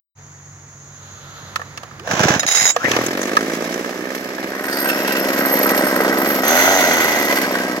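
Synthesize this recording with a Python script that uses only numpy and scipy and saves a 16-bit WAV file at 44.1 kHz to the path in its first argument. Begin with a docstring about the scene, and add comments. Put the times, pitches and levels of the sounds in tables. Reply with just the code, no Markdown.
"""A two-stroke hedge trimmer is pull-started on a garden table, climbs to a rattling idle and revs once.
The cord cranks the piston, the starter pawls chatter on the rewind, and a second tug fires the engine.
Each turn puffs through the muffler, slaps the case and shakes loose metal; the rev runs the blades.
The microphone moves from the engine's rear to its front. Behind: insects, open air and a far motor."""
import sys
import numpy as np
from scipy import signal
from scipy.fft import rfft, irfft, next_fast_len
from scipy.io import wavfile
from scipy.ndimage import map_coordinates

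SR = 44100
rng = np.random.default_rng(int(sys.argv[2]) if len(sys.argv) > 2 else 0)


def put_to_file(sound):
    """Save the sound as 16-bit audio at rate SR, in the file named by the first command-line argument."""
    columns = np.atleast_2d(sound).T  # one column per channel
    safe = np.clip(columns, -1, 1)
    whole_steps = np.round(safe * 32767)
    wavfile.write(sys.argv[1], SR, whole_steps.astype(np.int16))


N = 343980
TIME = np.arange(N) / SR

# Crank speed. Each row: time in seconds, turns per second.
CRANK_HZ = [(2.84, 20.6), (2.9, 35.8), (3.08, 43.7), (3.34, 53.0), (3.53, 56.0), (3.71, 59.1), (4.01, 61.7),
            (4.12, 65.2), (4.35, 64.0), (4.77, 69.3), (5.26, 66.3), (5.58, 68.0), (6.16, 64.9),
            (6.28, 72.3), (6.41, 64.3), (6.52, 80.4), (6.72, 96.9), (6.91, 83.8), (7.08, 78.6),
            (7.35, 66.7), (7.8, 60.7)]
# Exhaust tones when every turn fires. 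Each row: multiple of crank speed, level in dB.
EXHAUST_ORDERS = [(1, -49), (3, -25), (4, -31), (5, -29), (7, -29), (8, -31)]

# Spectra. Each row: frequency in Hz, relative density in dB.
MUFFLER_SPECTRUM = [(30, -24), (80, -23), (132, -20), (170, 0), (265, 5.5), (350, 3), (450, -1),
                    (550, -0.5), (750, -12), (1100, -20), (2500, -39)]
GAS_RUSH_SPECTRUM = [(70, -23), (130, -15.5), (220, -1.5), (330, 3), (430, -2), (580, -7), (800, -22),
                     (1200, -22), (3000, -69)]
CASE_REAR_SPECTRUM = [(350, 3.5), (600, -2.5), (953, -8.5), (1270, -4.5), (1400, -10), (1600, -3.5),
                      (1790, -3), (2400, -15), (2760, -19), (3200, -22.5), (4160, -23), (7040, -120)]
CASE_FRONT_SPECTRUM = [(350, -8.5), (600, 2), (920, -3.5), (993, 0), (1190, -3.5), (1290, 3.5),
                       (1440, -5.5), (1570, 3.5), (1740, -6), (1930, 3.5), (2300, -18.5), (2800, -23),
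                       (3200, -29.5), (4160, -40), (7040, -120)]
HISS_SPECTRUM = [(1290, -49), (2200, 11.5), (2310, 5.5), (3770, -1.5), (4680, 2.5), (5350, 4), (7900, -5.5),
                 (8870, -17.5), (10100, -12), (11600, -4), (12100, -11), (12600, -5), (13700, -9),
                 (16000, -16)]
BLADE_SPECTRUM = [(590, -18), (1000, 0), (1150, -12), (1480, 5), (1690, -9.5), (1980, 5.5), (2310, -11),
                  (4310, -12), (5310, -26), (6250, -23), (7700, -18), (8260, -29.5), (12400, -12),
                  (16000, -20)]
REEL_SPECTRUM = [(120, -5), (200, -4), (334, -1.5), (387, -8), (601, 1.5), (986, -4.5), (1420, -6),
                 (1650, -0.5), (1870, -9), (3830, -16.5), (4520, -20), (5940, -10.5), (6760, -13.5),
                 (8740, -38), (16000, -32)]
PAWL_SPECTRUM = [(120, -68), (200, -12), (1400, -2), (2050, -1.5), (3370, -5.5), (3760, -5), (4200, -26),
                 (6760, 3.5), (7970, -12), (9580, -21.5), (11500, -15), (16000, -17.5)]
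SNAP_SPECTRUM = [(1500, -1.5), (2600, 11), (3200, 7.5), (3900, 6), (6500, 5.5), (8000, -8.5),
                 (15000, -10.5)]
INSECT_SPECTRUM = [(4000, -47), (5900, -16.5), (6400, -7), (6650, -3), (7000, -13), (7600, -25),
                   (9000, -47), (16000, -44)]
AIR_SPECTRUM = [(25, -34), (55, -10), (95, -1.5), (160, -2), (250, -10), (500, -13), (1000, -11.5),
                (1900, -15), (2700, -25.5), (5000, -25.5), (8000, -41)]
RUSTLE_SPECTRUM = [(180, -25), (300, -11), (565, 0.5), (870, -8.5), (1320, 3.5), (2320, -16), (4020, -4.5),
                   (5080, -17), (6620, -13), (7950, -34), (13100, -21), (16000, -42)]

# Resonances. Each row: frequency in Hz, bandwidth in Hz, relative level in dB.
MUFFLER_BARK_MODES = [(595, 80, 4), (745, 100, 2.5), (890, 130, -4)]
MUFFLER_SHELL_MODES = [(535, 90, 0), (720, 200, -12)]
AIRBOX_MODES = [(370, 160, -10.5), (452, 46, 7), (588, 143, 7.5), (707, 86, -4)]
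LOOSE_METAL_MODES = [(4360, 86, -2.5), (8690, 44, 4), (11700, 810, -2.5), (12320, 95, 14),
                     (12830, 160, 6.5), (13600, 1200, -8.5)]
TOOTH_MODES = [(3440, 100, 1), (4320, 220, -5), (6060, 300, 11.5), (6460, 600, 6.5)]
CRANKCASE_MODES = [(590, 70, 0), (746, 90, -4), (1720, 120, -3)]
HUB_MODES = [(750, 400, -15), (2120, 210, -8), (3785, 55, -4), (5095, 75, -5), (5900, 60, -13),
             (6640, 80, 2.5), (6998, 25, -2), (7500, 47, -18), (9785, 80, -15)]
HOUSING_MODES = [(1143, 205, 8.5), (1324, 156, 9), (1730, 165, 9.5), (1850, 240, 4)]
THUD_MODES = [(481, 34, 5), (706, 86, 4)]

# Spells of harder rattling. Each row: centre in seconds, length in seconds, boost in dB.
RATTLE_SPELLS = [(4.175, 0.12, 11), (4.77, 0.28, 12), (5.566, 0.46, 8), (6.353, 0.061, 5),
                 (6.527, 0.31, 11.5), (7.2, 0.52, 4)]
# Passing resonances of the running engine.
# Each row: centre in seconds, length in seconds, frequency in Hz, bandwidth in Hz, level in dB.
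PASSING_RESONANCES = [(3.066, 0.017, 6550, 550, -22.5), (4.9, 0.029, 1800, 220, -30),
                      (3.22, 0.036, 6300, 370, -25.5), (3.26, 0.033, 6360, 500, -24.5),
                      (3.2, 0.51, 4500, 1100, -40.5), (3.54, 1, 6100, 1100, -39.5),
                      (5.77, 0.58, 535, 60, -30), (6.08, 0.3, 475, 40, -27), (4.78, 0.3, 8700, 100, -40),
                      (5.877, 0.3, 8660, 80, -38), (4.77, 0.13, 4700, 490, -31),
                      (5.02, 0.65, 1354, 140, -30), (4.967, 0.25, 1530, 43, -31.5),
                      (4.96, 0.19, 2590, 110, -36), (5.14, 0.18, 2680, 220, -34.5),
                      (4.8, 0.3, 12500, 300, -45), (5.53, 0.12, 12390, 77, -24),
                      (6.3, 0.23, 12450, 90, -32), (6.31, 0.17, 12800, 870, -33),
                      (6.55, 0.18, 12700, 150, -35), (6.75, 0.9, 1380, 490, -26),
                      (7.248, 0.36, 12100, 500, -40), (7.2, 0.56, 2000, 70, -27),
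                      (7.5, 0.52, 1557, 96, -24.5), (7.5, 0.45, 1040, 120, -35.5),
                      (7.4, 0.26, 4400, 160, -42), (7.42, 0.22, 8850, 55, -49)]
# Hardest shakes of the loose metal. Each row: start in seconds, level in dB.
SHAKES = [(3.015, -30), (3.039, -26), (3.132, -38), (3.173, -29), (3.777, -36), (4.149, -27), (5.075, -25),
          (5.122, -23), (5.169, -28), (5.284, -27), (5.33, -25.5), (5.375, -30), (5.4756, -29),
          (5.514, -36), (5.5674, -26), (5.6128, -35), (5.691, -18.5), (5.776, -19.5), (6.624, -21),
          (7.356, -23), (7.415, -24)]
# Taps on a loose steel plate. Each row: start in seconds, level in dB.
PLATE_TAPS = [(4.79, -35), (4.895, -31), (4.935, -31), (5.01, -38), (5.195, -28), (5.45, -39), (5.73, -35),
              (5.87, -32), (6.38, -35), (7.5, -41)]

# Cord running off its reel. Each row: time in seconds, level in dB.
CORD_DB = [(2.01, -28), (2.104, -19.5), (2.33, -16.5), (2.386, -23.5), (2.4, -32), (2.46, -26)]
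# Unfired strokes. Each row: port opening in seconds, level in dB, lead of the compression in seconds.
STROKES = [(2.135, -13.5, 0.023), (2.205, -10.5, 0.011), (2.2545, -7.5, 0.021), (2.303, -9, 0.02),
           (2.361, -12.5, 0.022), (2.453, -24, .022), (2.619, -25, 0.01), (2.639, -27, 0.02)]
# Braid on the cord guide. Each row: time in seconds, pitch in Hz, level in dB.
CORD_SQUEAK = [(1.97, 299, -68), (2.01, 338, -36), (2.06, 592, -44), (2.11, 665, -21), (2.14, 698, -70),
               (2.78, 1200, -68), (2.81, 1290, -26), (2.828, 1400, -31), (2.84, 1800, -18),
               (2.865, 1930, -16), (2.885, 2200, -31), (2.915, 2500, -33), (2.945, 2610, -29),
               (2.99, 2700, -60)]
# Housing knocks. Each row: start in seconds, level in dB, thud offset in dB, snap offset in dB.
KNOCKS = [(1.5588, -12.5, -18, -3.5), (1.595, -22, -5, -21), (1.616, -22, -15, -13),
          (1.775, -26.5, -10, 3.5), (1.8328, -26.5, -3.5, -4), (1.91, -31, -20, -17),
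          (1.996, -29, -20, -2.5), (2.0743, -21, 3.5, -5.5), (2.4317, -12.5, -9, -9), (2.7635, -12, 4, -5),
          (2.915, -15, -20, 4), (2.953, -21, 5, -6), (2.965, -13.5, 1, -1.5), (3.3679, -1, -30, -13)]

# Insect chorus. Each row: time in seconds, level in dB.
INSECT_DB = [(.2, -50), (.8, -47.5), (1.1, -46.5), (1.5, -49.5), (2.0, -54)]
# Far motor tones. Each row: frequency in Hz, level in dB.
FAR_MOTOR_TONES = [(97, -49), (141.5, -48.5)]

# Microphone turning away from the engine and back. Each row: time in seconds, engine gain in dB.
NEARNESS_DB = [(2.84, -1.5), (3.45, -3.5), (4.05, -9.5), (4.6, -8), (4.9, -3), (5.4, -1), (5.75, 0),
               (6.3, -0.5), (7.3, -0.5), (7.8, -5)]
# Microphone aim. Each row: time in seconds, left minus right in dB.
PAN_DB = [(.2, -2), (1.3, -3), (2.0, -4), (2.7, -6), (2.9, -1.3), (4.06, -4.5), (4.5, -2.5), (7.8, -2)]
# Stereo width. Each row: frequency in Hz, side minus mid in dB.
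SIDE_DB = [(60, -22), (110, -17), (200, -19.5), (380, -14), (700, -12.5), (1290, -1), (2380, 2),
           (4400, -0.5), (8120, -1), (15000, 0)]
# Likeness of the two microphone ports. Each row: frequency in Hz, share of direct sound.
DIRECT_SHARE = [(300, 1), (1200, 1), (3000, 0.66), (9000, 0.22)]

CATCH_S, SETTLE_S = 2.836, 0.35  # engine catches; hard early burning decays
REV_S, REV_ATTACK_S, REV_HOLD_S, COAST_S = 6.41, 0.1, 0.14, 0.87
REAR_TO_FRONT_S, REAR_SHADE_DB = (4.51, 4.84), -6  # from behind, intake and loose metal are shaded


def engine():
    """All layers of the running trimmer; the crank sets their beat."""
    turns = crank()
    gas = exhaust(turns) + intake(turns) + gas_rush(turns)
    slap = white() * bog() * beat(turns, lag=-.02, scatter_db=3, t60_s=.035, steady=.9, jitter=.08)
    body = case(slap) + covers(turns) + rattle(turns) + passing_resonances(slap) + shakes(turns)
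    return gas + body + blades(turns) + exhaust_tones() + plate()


def crank(burn_every_turns=3, early_share=.14):
    """Start, period and burn quality of each turn. Spent gas lets only every third or so burn well."""
    speed_hz, = curves(CRANK_HZ)
    count = np.cumsum(speed_hz * (TIME > CATCH_S)) / SR
    fire_s = np.interp(np.arange(int(count[-1])) + .15, count, TIME)
    good_turns = np.cumsum(burn_every_turns - (rng.random(size=400) < early_share))
    burn = np.where(np.isin(np.arange(len(fire_s)), good_turns), 1, -.5)
    uneven = np.interp(fire_s, TIME, fade(3.1, 3.6) * (1 - rev(release_s=.4)))  # throttle clears the gas
    return fire_s, 1 / np.interp(fire_s, TIME, speed_hz), burn * uneven


def rev(release_s=COAST_S):
    """One squeeze of the throttle, 0 to 1."""
    let_go_s = REV_S + REV_ATTACK_S + REV_HOLD_S
    return fade(REV_S, REV_S + REV_ATTACK_S) * (1 - fade(let_go_s, let_go_s + release_s))


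def bog():
    """Dip in the clatter as the throttle first opens."""
    return amp(-4 * swell(6.418, .036))


def engine_gain(idle_db, rev_db=0, catch_db=0):
    """Layer gain from microphone nearness, with offsets for the rev and the catch."""
    near_db, = curves(NEARNESS_DB)
    catching = np.exp(-np.maximum(TIME - CATCH_S, 0) / SETTLE_S)
    return amp(near_db + idle_db + rev_db * rev() + catch_db * catching)


def beat(turns, lag, scatter_db, t60_s, steady, jitter=.037, burn_db=2.6):
    """One burst per turn over a steady floor, rms 1 while running. Lag and jitter are in turns."""
    fire_s, period_s, burn = turns
    running = TIME > fire_s[0]
    timing, strength = rng.standard_normal((len(fire_s), 2)).T
    sizes = amp(scatter_db * 2 * np.tanh(strength / 2) + burn_db * burn)
    hits = bursts(fire_s + period_s * (lag + jitter * timing), sizes, t60_s, attack_s=.001)
    gate = unit(hits) + steady * running * (.5 + .9 * fade(3.1, 3.9))  # fast firings run together
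    return gate / np.sqrt(np.mean(gate[running] ** 2))


def exhaust(turns, thump_db=2.9):
    """Puffs limp through the muffler; open throttle makes it bark, good burns ring its shell."""
    fire_s, period_s, burn = turns
    charge = np.sqrt(period_s * SR)
    timing, strength = rng.standard_normal((len(fire_s), 2)).T
    limp_db = thump_db * (np.roll(burn, 1) - burn) - 1.5 * np.abs(burn)  # firmest after a good burn
    puffs = impulses(fire_s + .0006 + .00017 * timing, charge * amp(limp_db + .9 * strength))
    boom = colour([(70, -20), (115, 0), (160, 0), (260, -14), (900, -50)])
    deep_start = amp(-8.5) * (1 - fade(2.9, 3.3)) * through(puffs, boom)
    muffled = through(puffs, colour(MUFFLER_SPECTRUM))
    putt = engine_gain(-22.3, rev_db=-12, catch_db=-.5) * (muffled + deep_start)

    timing, strength = rng.standard_normal((len(fire_s), 2)).T
    blasts = impulses(fire_s + .0002 * timing, charge * amp(2 * strength))
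    roar = white() * beat(turns, lag=0, scatter_db=2, t60_s=.04, steady=.4)
    bark = engine_gain(-19.8) * rev() * through(.9 * blasts + .45 * roar, modes(MUFFLER_BARK_MODES))

    bangs = impulses(fire_s + .0002 * rng.standard_normal(len(fire_s)), charge * np.maximum(burn, 0))
    pop = engine_gain(-25.5) * through(bangs, modes(MUFFLER_SHELL_MODES))
    return putt + bark + pop


def gas_rush(turns):
    """Gas noise pulses through the muffler."""
    flow = white() * beat(turns, lag=0, scatter_db=2, t60_s=.04, steady=.4)
    return engine_gain(-30, rev_db=1.5, catch_db=-3) * through(flow, colour(GAS_RUSH_SPECTRUM))


def exhaust_tones():
    """Under throttle every turn fires and crank harmonics stand out."""
    speed_hz, = curves(CRANK_HZ)
    angle = phase(speed_hz)
    tones = sum(amp(db + 1.8 * wobble(14)) * np.sin(order * angle + .28 * wobble(45))
                for order, db in EXHAUST_ORDERS)
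    return np.sqrt(2) * rev(release_s=.77) * tones


def intake(turns):
    """Half a turn after each firing the carburettor gulps air and rings the front-facing airbox."""
    fire_s, period_s, _ = turns
    sizes = np.sqrt(period_s * SR) * amp(rng.standard_normal(len(fire_s)))
    gulps = impulses(fire_s + .5 * period_s, sizes)
    shade_db = REAR_SHADE_DB * (1.5 - front())
    return engine_gain(-24.8 + shade_db) * (1 - rev()) * through(gulps, modes(AIRBOX_MODES))


def case(slap):
    """The slapped case radiates one colour to the rear, another to the front."""
    rear_side = np.sqrt(1 - front()) * through(slap, colour(CASE_REAR_SPECTRUM))
    front_side = np.sqrt(front()) * through(slap, colour(CASE_FRONT_SPECTRUM))
    return engine_gain(-22.5, catch_db=8) * (rear_side + front_side)


def covers(turns):
    """Covers chatter at each firing and bounce again at any point of the turn."""
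    chatter = beat(turns, lag=0, scatter_db=5, t60_s=.045, steady=.8, jitter=.1)
    bounce = beat(turns, lag=.45, scatter_db=5, t60_s=.04, steady=.2, jitter=.28)
    contact = white() * bog() * (.7 * chatter + .42 * bounce)
    return engine_gain(-32, rev_db=1.5, catch_db=4.5) * through(contact, colour(HISS_SPECTRUM))


def rattle(turns, full_speed_hz=66.4, falloff_db_per_hz=3.5):
    """Loose metal jiggles each turn, harder in spells, and dies away at low crank speed."""
    speed_hz, = curves(CRANK_HZ)
    jiggle = bog() * beat(turns, lag=.15, scatter_db=8, t60_s=.025, steady=.12, jitter=.2)
    spell_db = sum(db * swell(centre_s, length_s) for centre_s, length_s, db in RATTLE_SPELLS)
    slow_db = falloff_db_per_hz * np.minimum(speed_hz - full_speed_hz, 0)
    shade_db = REAR_SHADE_DB * (1 - front())
    gain = engine_gain(-33.5, rev_db=-6, catch_db=2) * amp(spell_db + slow_db + shade_db)
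    return gain * through(white() * jiggle, modes(LOOSE_METAL_MODES))


def passing_resonances(pulsing):
    """Engine resonances come and go: throaty low swells, shifting midrange, thin metallic buzzes; just after
    the catch, brief ticks of the starter pawls."""
    flutter = pulsing * unit(amp(3.5 * wobble(45)))
    return sum(amp(db) * swell(centre_s, length_s) * through(flutter, modes([(hz, width_hz, 0)]))
               for centre_s, length_s, hz, width_hz, db in PASSING_RESONANCES)


def shakes(turns):
    """Single hard shakes and each good burn jolt the loose parts."""
    fire_s, _, burn = turns
    start_s, db = np.transpose(SHAKES)
    burn_jolts = engine_gain(-33) * bursts(fire_s, np.maximum(burn, 0), t60_s=.08)
    jolts = white() * (bursts(start_s, amp(db), t60_s=.076) + burn_jolts)
    clink = amp(REAR_SHADE_DB * (1.5 - front())) * through(jolts, modes(LOOSE_METAL_MODES))
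    return clink + amp(-3) * through(jolts, colour(HISS_SPECTRUM))


def plate(pitch_hz=5297):
    """A loose steel plate rings one clear note at each tap."""
    start_s, db = np.transpose(PLATE_TAPS)
    note = np.sin(2 * np.pi * pitch_hz * TIME + .4 * wobble(120))
    return bursts(start_s, amp(db), t60_s=.3, attack_s=.004) * amp(2 * wobble(70)) * note


def blades(turns):
    """With the clutch in, the blades clack and their teeth rasp at both ends of travel."""
    ends = (.25, .75)
    clacks = sum(beat(turns, lag, scatter_db=3, t60_s=.018, steady=.35, jitter=.06) for lag in ends)
    scrape = amp(-25) * through(white() * clacks, colour(BLADE_SPECTRUM))
    snags = sum(beat(turns, lag, scatter_db=4, t60_s=.03, steady=.45, jitter=.1) for lag in ends)
    rasp = amp(-31) * through(white() * snags, modes(TOOTH_MODES))
    return rev() * (scrape + rasp)


def cranking():
    """The cord whirrs off its reel; each unfired stroke hisses, kicks the crankcase, then puffs."""
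    cord_db, = curves(CORD_DB)
    port_s, db, lead_s = np.transpose(STROKES)
    compression = bursts(port_s - lead_s, amp(db - db.max()), t60_s=.097)
    grain = amp(2 * wobble(220))
    pulling = fade(2.022, 2.137) * (1 - fade(2.45, 2.47))
    friction = white() * (.68 + 1.52 * compression) * grain
    whirr = amp(cord_db) * pulling * through(friction, colour(REEL_SPECTRUM))
    kicks = white() * bursts(port_s - lead_s, amp(db - 7), t60_s=.023)
    clunk = amp(4) * through(kicks, modes(CRANKCASE_MODES))
    snap = amp(-11) * through(kicks, colour(SNAP_SPECTRUM))
    puff = colour([(30, -32), (80, -5), (140, 4.5), (230, .5), (400, -6.5), (900, -46), (3000, -56)])
    chug = through(impulses(port_s, amp(db + 1.5)), puff / np.abs(puff).max())
    return whirr + clunk + snap + chug


def pawls(release_s=2.3938, rewind_s=2.4625, end_s=2.704, rate_hz=84):
    """The pawls let go, then skip over the steel hub on the rewind; its clearest mode rings on."""
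    timing, strength = rng.standard_normal((40, 2)).T
    strike_s = rewind_s + np.arange(len(timing)) / rate_hz + .00093 * timing
    sizes = amp(-9 + strength) * (strike_s < end_s)
    hits = bursts(np.append(strike_s, release_s), np.append(sizes, amp(-7.5)), t60_s=.06, attack_s=.0004)
    stick_slip = amp(4 * wobble(1100))
    skid = amp(-8.5) * white() * stick_slip * hits
    undamped = fade(rewind_s, rewind_s + .1) * (1 - fade(2.765, 2.785))  # the next tug stops the ring
    ring = amp(-10) * undamped * through(skid, modes([(7098, 10, 0)]))
    hub = amp(2.4) * through(skid, modes(HUB_MODES))
    scrape = amp(-2.6) * through(skid, colour(PAWL_SPECTRUM))
    return hub + scrape + ring


def tugs():
    """The braid squeaks higher as each pull speeds up; the reel whirrs briefly on the second."""
    pitch_hz, db = curves(CORD_SQUEAK)
    tone = np.sin(phase(pitch_hz * (1 + .11 * wobble(1500))))
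    squeak = amp(db + 3.5 * wobble(400)) * tone * (1 - fade(2.99, 3.02))
    whirr = through(white(), colour(REEL_SPECTRUM)) + amp(-11.5) * through(white(), colour(HISS_SPECTRUM))
    return squeak + amp(-26) * swell(2.937, .28) * whirr


def knocks():
    """Hand and starter grip hit the plastic housing: hollow ring, thud and snap."""
    start_s, db, thud_db, snap_db = np.transpose(KNOCKS)
    ring = through(white() * bursts(start_s, amp(db), t60_s=.039), modes(HOUSING_MODES))
    snap = through(white() * bursts(start_s, amp(db + snap_db), t60_s=.032), colour(SNAP_SPECTRUM))
    body = modes(THUD_MODES)
    thud = through(impulses(start_s, amp(db + thud_db)), body / np.abs(body).max())
    return amp(-3.5) * ring + amp(1.5) * thud + amp(-2.5) * snap


def garden():
    """Open air, far motor, insects and a rustle of movement; all drop back during the first pull."""
    insect_db, = curves(INSECT_DB)
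    lawn_db = 6.5 * fade(.84, 1.56)  # microphone swings towards the lawn
    air = amp(-48 + lawn_db) * through(white(), colour(AIR_SPECTRUM))
    motor = sum(amp(db + 2.2 * wobble(15)) * np.sqrt(2) * np.sin(phase(hz * (1 + .007 * wobble(8))))
                for hz, db in FAR_MOTOR_TONES)
    insects = amp(insect_db + wobble(24)) * through(white(), colour(INSECT_SPECTRUM))
    rustle = amp(-45 + 1.2 * wobble(27.62)) * swell(1.35, .78) * through(white(), colour(RUSTLE_SPECTRUM))
    return (air + motor + insects + rustle) * amp(-15 * fade(2.1, 2.6))


def front():
    """Microphone position: 0 behind the engine, 1 in front."""
    return fade(*REAR_TO_FRONT_S)


def microphone(pair, left_lead_s):
    """Two ports: direct sound differs in phase between them, scattered sound adds width."""
    size = next_fast_len(N + SR // 4)
    hz = np.fft.rfftfreq(size, 1 / SR)
    direct, scattered = rfft(pair, size)[[0, -1]]
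    share = np.clip(along(DIRECT_SHARE, hz), 0, 1) * np.sin(2 * np.pi * hz * left_lead_s)
    side = amp(along(SIDE_DB, hz)) * (1j * share * direct + np.sqrt(1 - share ** 2) * scattered)
    return irfft(np.array([direct + side, direct - side]), size)[:, :N]


def amp(db):
    """Decibels to gain."""
    return 10 ** (np.asarray(db) / 20)


def unit(x):
    """Scale to rms 1."""
    return x / np.sqrt(np.mean(x ** 2) + 1e-20)


def phase(hz):
    """Running phase in radians."""
    return 2 * np.pi * np.cumsum(hz) / SR


def along(points, hz):
    """Interpolate (Hz, value) points on a log axis."""
    point_hz, values = np.transpose(points)
    return np.interp(np.log(hz + 1), np.log(point_hz + 1), values)


def curves(rows):
    """One value per sample for each column after the time."""
    time_s, *columns = np.transpose(rows)
    return [np.interp(TIME, time_s, column) for column in columns]


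def fade(start_s, end_s):
    """Ramp from 0 to 1."""
    return np.clip((TIME - start_s) / max(end_s - start_s, .001), 0, 1)


def swell(centre_s, length_s):
    """Smooth hump of height 1."""
    return np.exp(-(2 * (TIME - centre_s) / length_s) ** 2)


def wobble(rate_hz):
    """Smooth random curve."""
    return map_coordinates(rng.standard_normal(int(N * rate_hz / SR) + 4), [TIME * rate_hz])


def white():
    """Two unrelated noises."""
    return rng.standard_normal((2, N))


def colour(points, size=4096):
    """Minimum-phase response of energy 1 from a spectrum, rolling off below its first point."""
    hz = np.fft.rfftfreq(size, 1 / SR)
    db = along(points, hz) - 18 * np.log2(np.maximum(points[0][0] / (hz + 1), 1))
    cepstrum = irfft(np.log(amp(np.maximum(db, -90))))
    cepstrum[1:size // 2] *= 2
    cepstrum[size // 2 + 1:] = 0
    response = irfft(np.exp(rfft(cepstrum)))
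    return response / np.linalg.norm(response)


def modes(rows, size=16384):
    """Response of energy 1 from damped resonances."""
    t = TIME[:size]
    response = sum((-1) ** k * amp(db) * width * np.exp(-np.pi * width * t) * np.cos(2 * np.pi * hz * t)
                   for k, (hz, width, db) in enumerate(rows))
    return response / np.linalg.norm(response)


def through(x, response):
    """Convolve each channel."""
    return signal.fftconvolve(np.atleast_2d(x), response[None], axes=1)[:, :N]


def impulses(times_s, sizes):
    """One spike per event."""
    return np.bincount(np.clip(np.round(times_s * SR).astype(int), 0, N), sizes, N + 1)[:N]


def bursts(times_s, sizes, t60_s, attack_s=.00005, size=8192):
    """Envelope that rises at each event and decays."""
    t = TIME[:size] + 1 / SR
    return through(impulses(times_s, sizes), amp(-60 * t / t60_s) * (1 - np.exp(-t / attack_s)))[0]


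def scene():
    """Engine, starter and garden, panned with the microphone's aim."""
    pan_db, = curves(PAN_DB)
    trimmer = engine()
    from_rear = (1 - front()) * microphone(trimmer, left_lead_s=-.00046)
    from_front = front() * microphone(trimmer, left_lead_s=.0002)
    starter = microphone(cranking() + pawls() + tugs() + knocks(), left_lead_s=-.000453)
    background = microphone(garden(), left_lead_s=-.000062)
    return (from_rear + from_front + starter + background) * amp(np.array([pan_db, -pan_db]) / 2)


def record(dry):
    """Fade in after a moment, round off peaks, cut above 16 kHz."""
    opened = dry * fade(.15, .19)
    limited = opened / (1 + np.abs(opened) ** 6) ** (1 / 6)
    return irfft(rfft(limited) * (np.fft.rfftfreq(N, 1 / SR) < 16000), N)


dry = scene()
out = record(dry)
put_to_file(out)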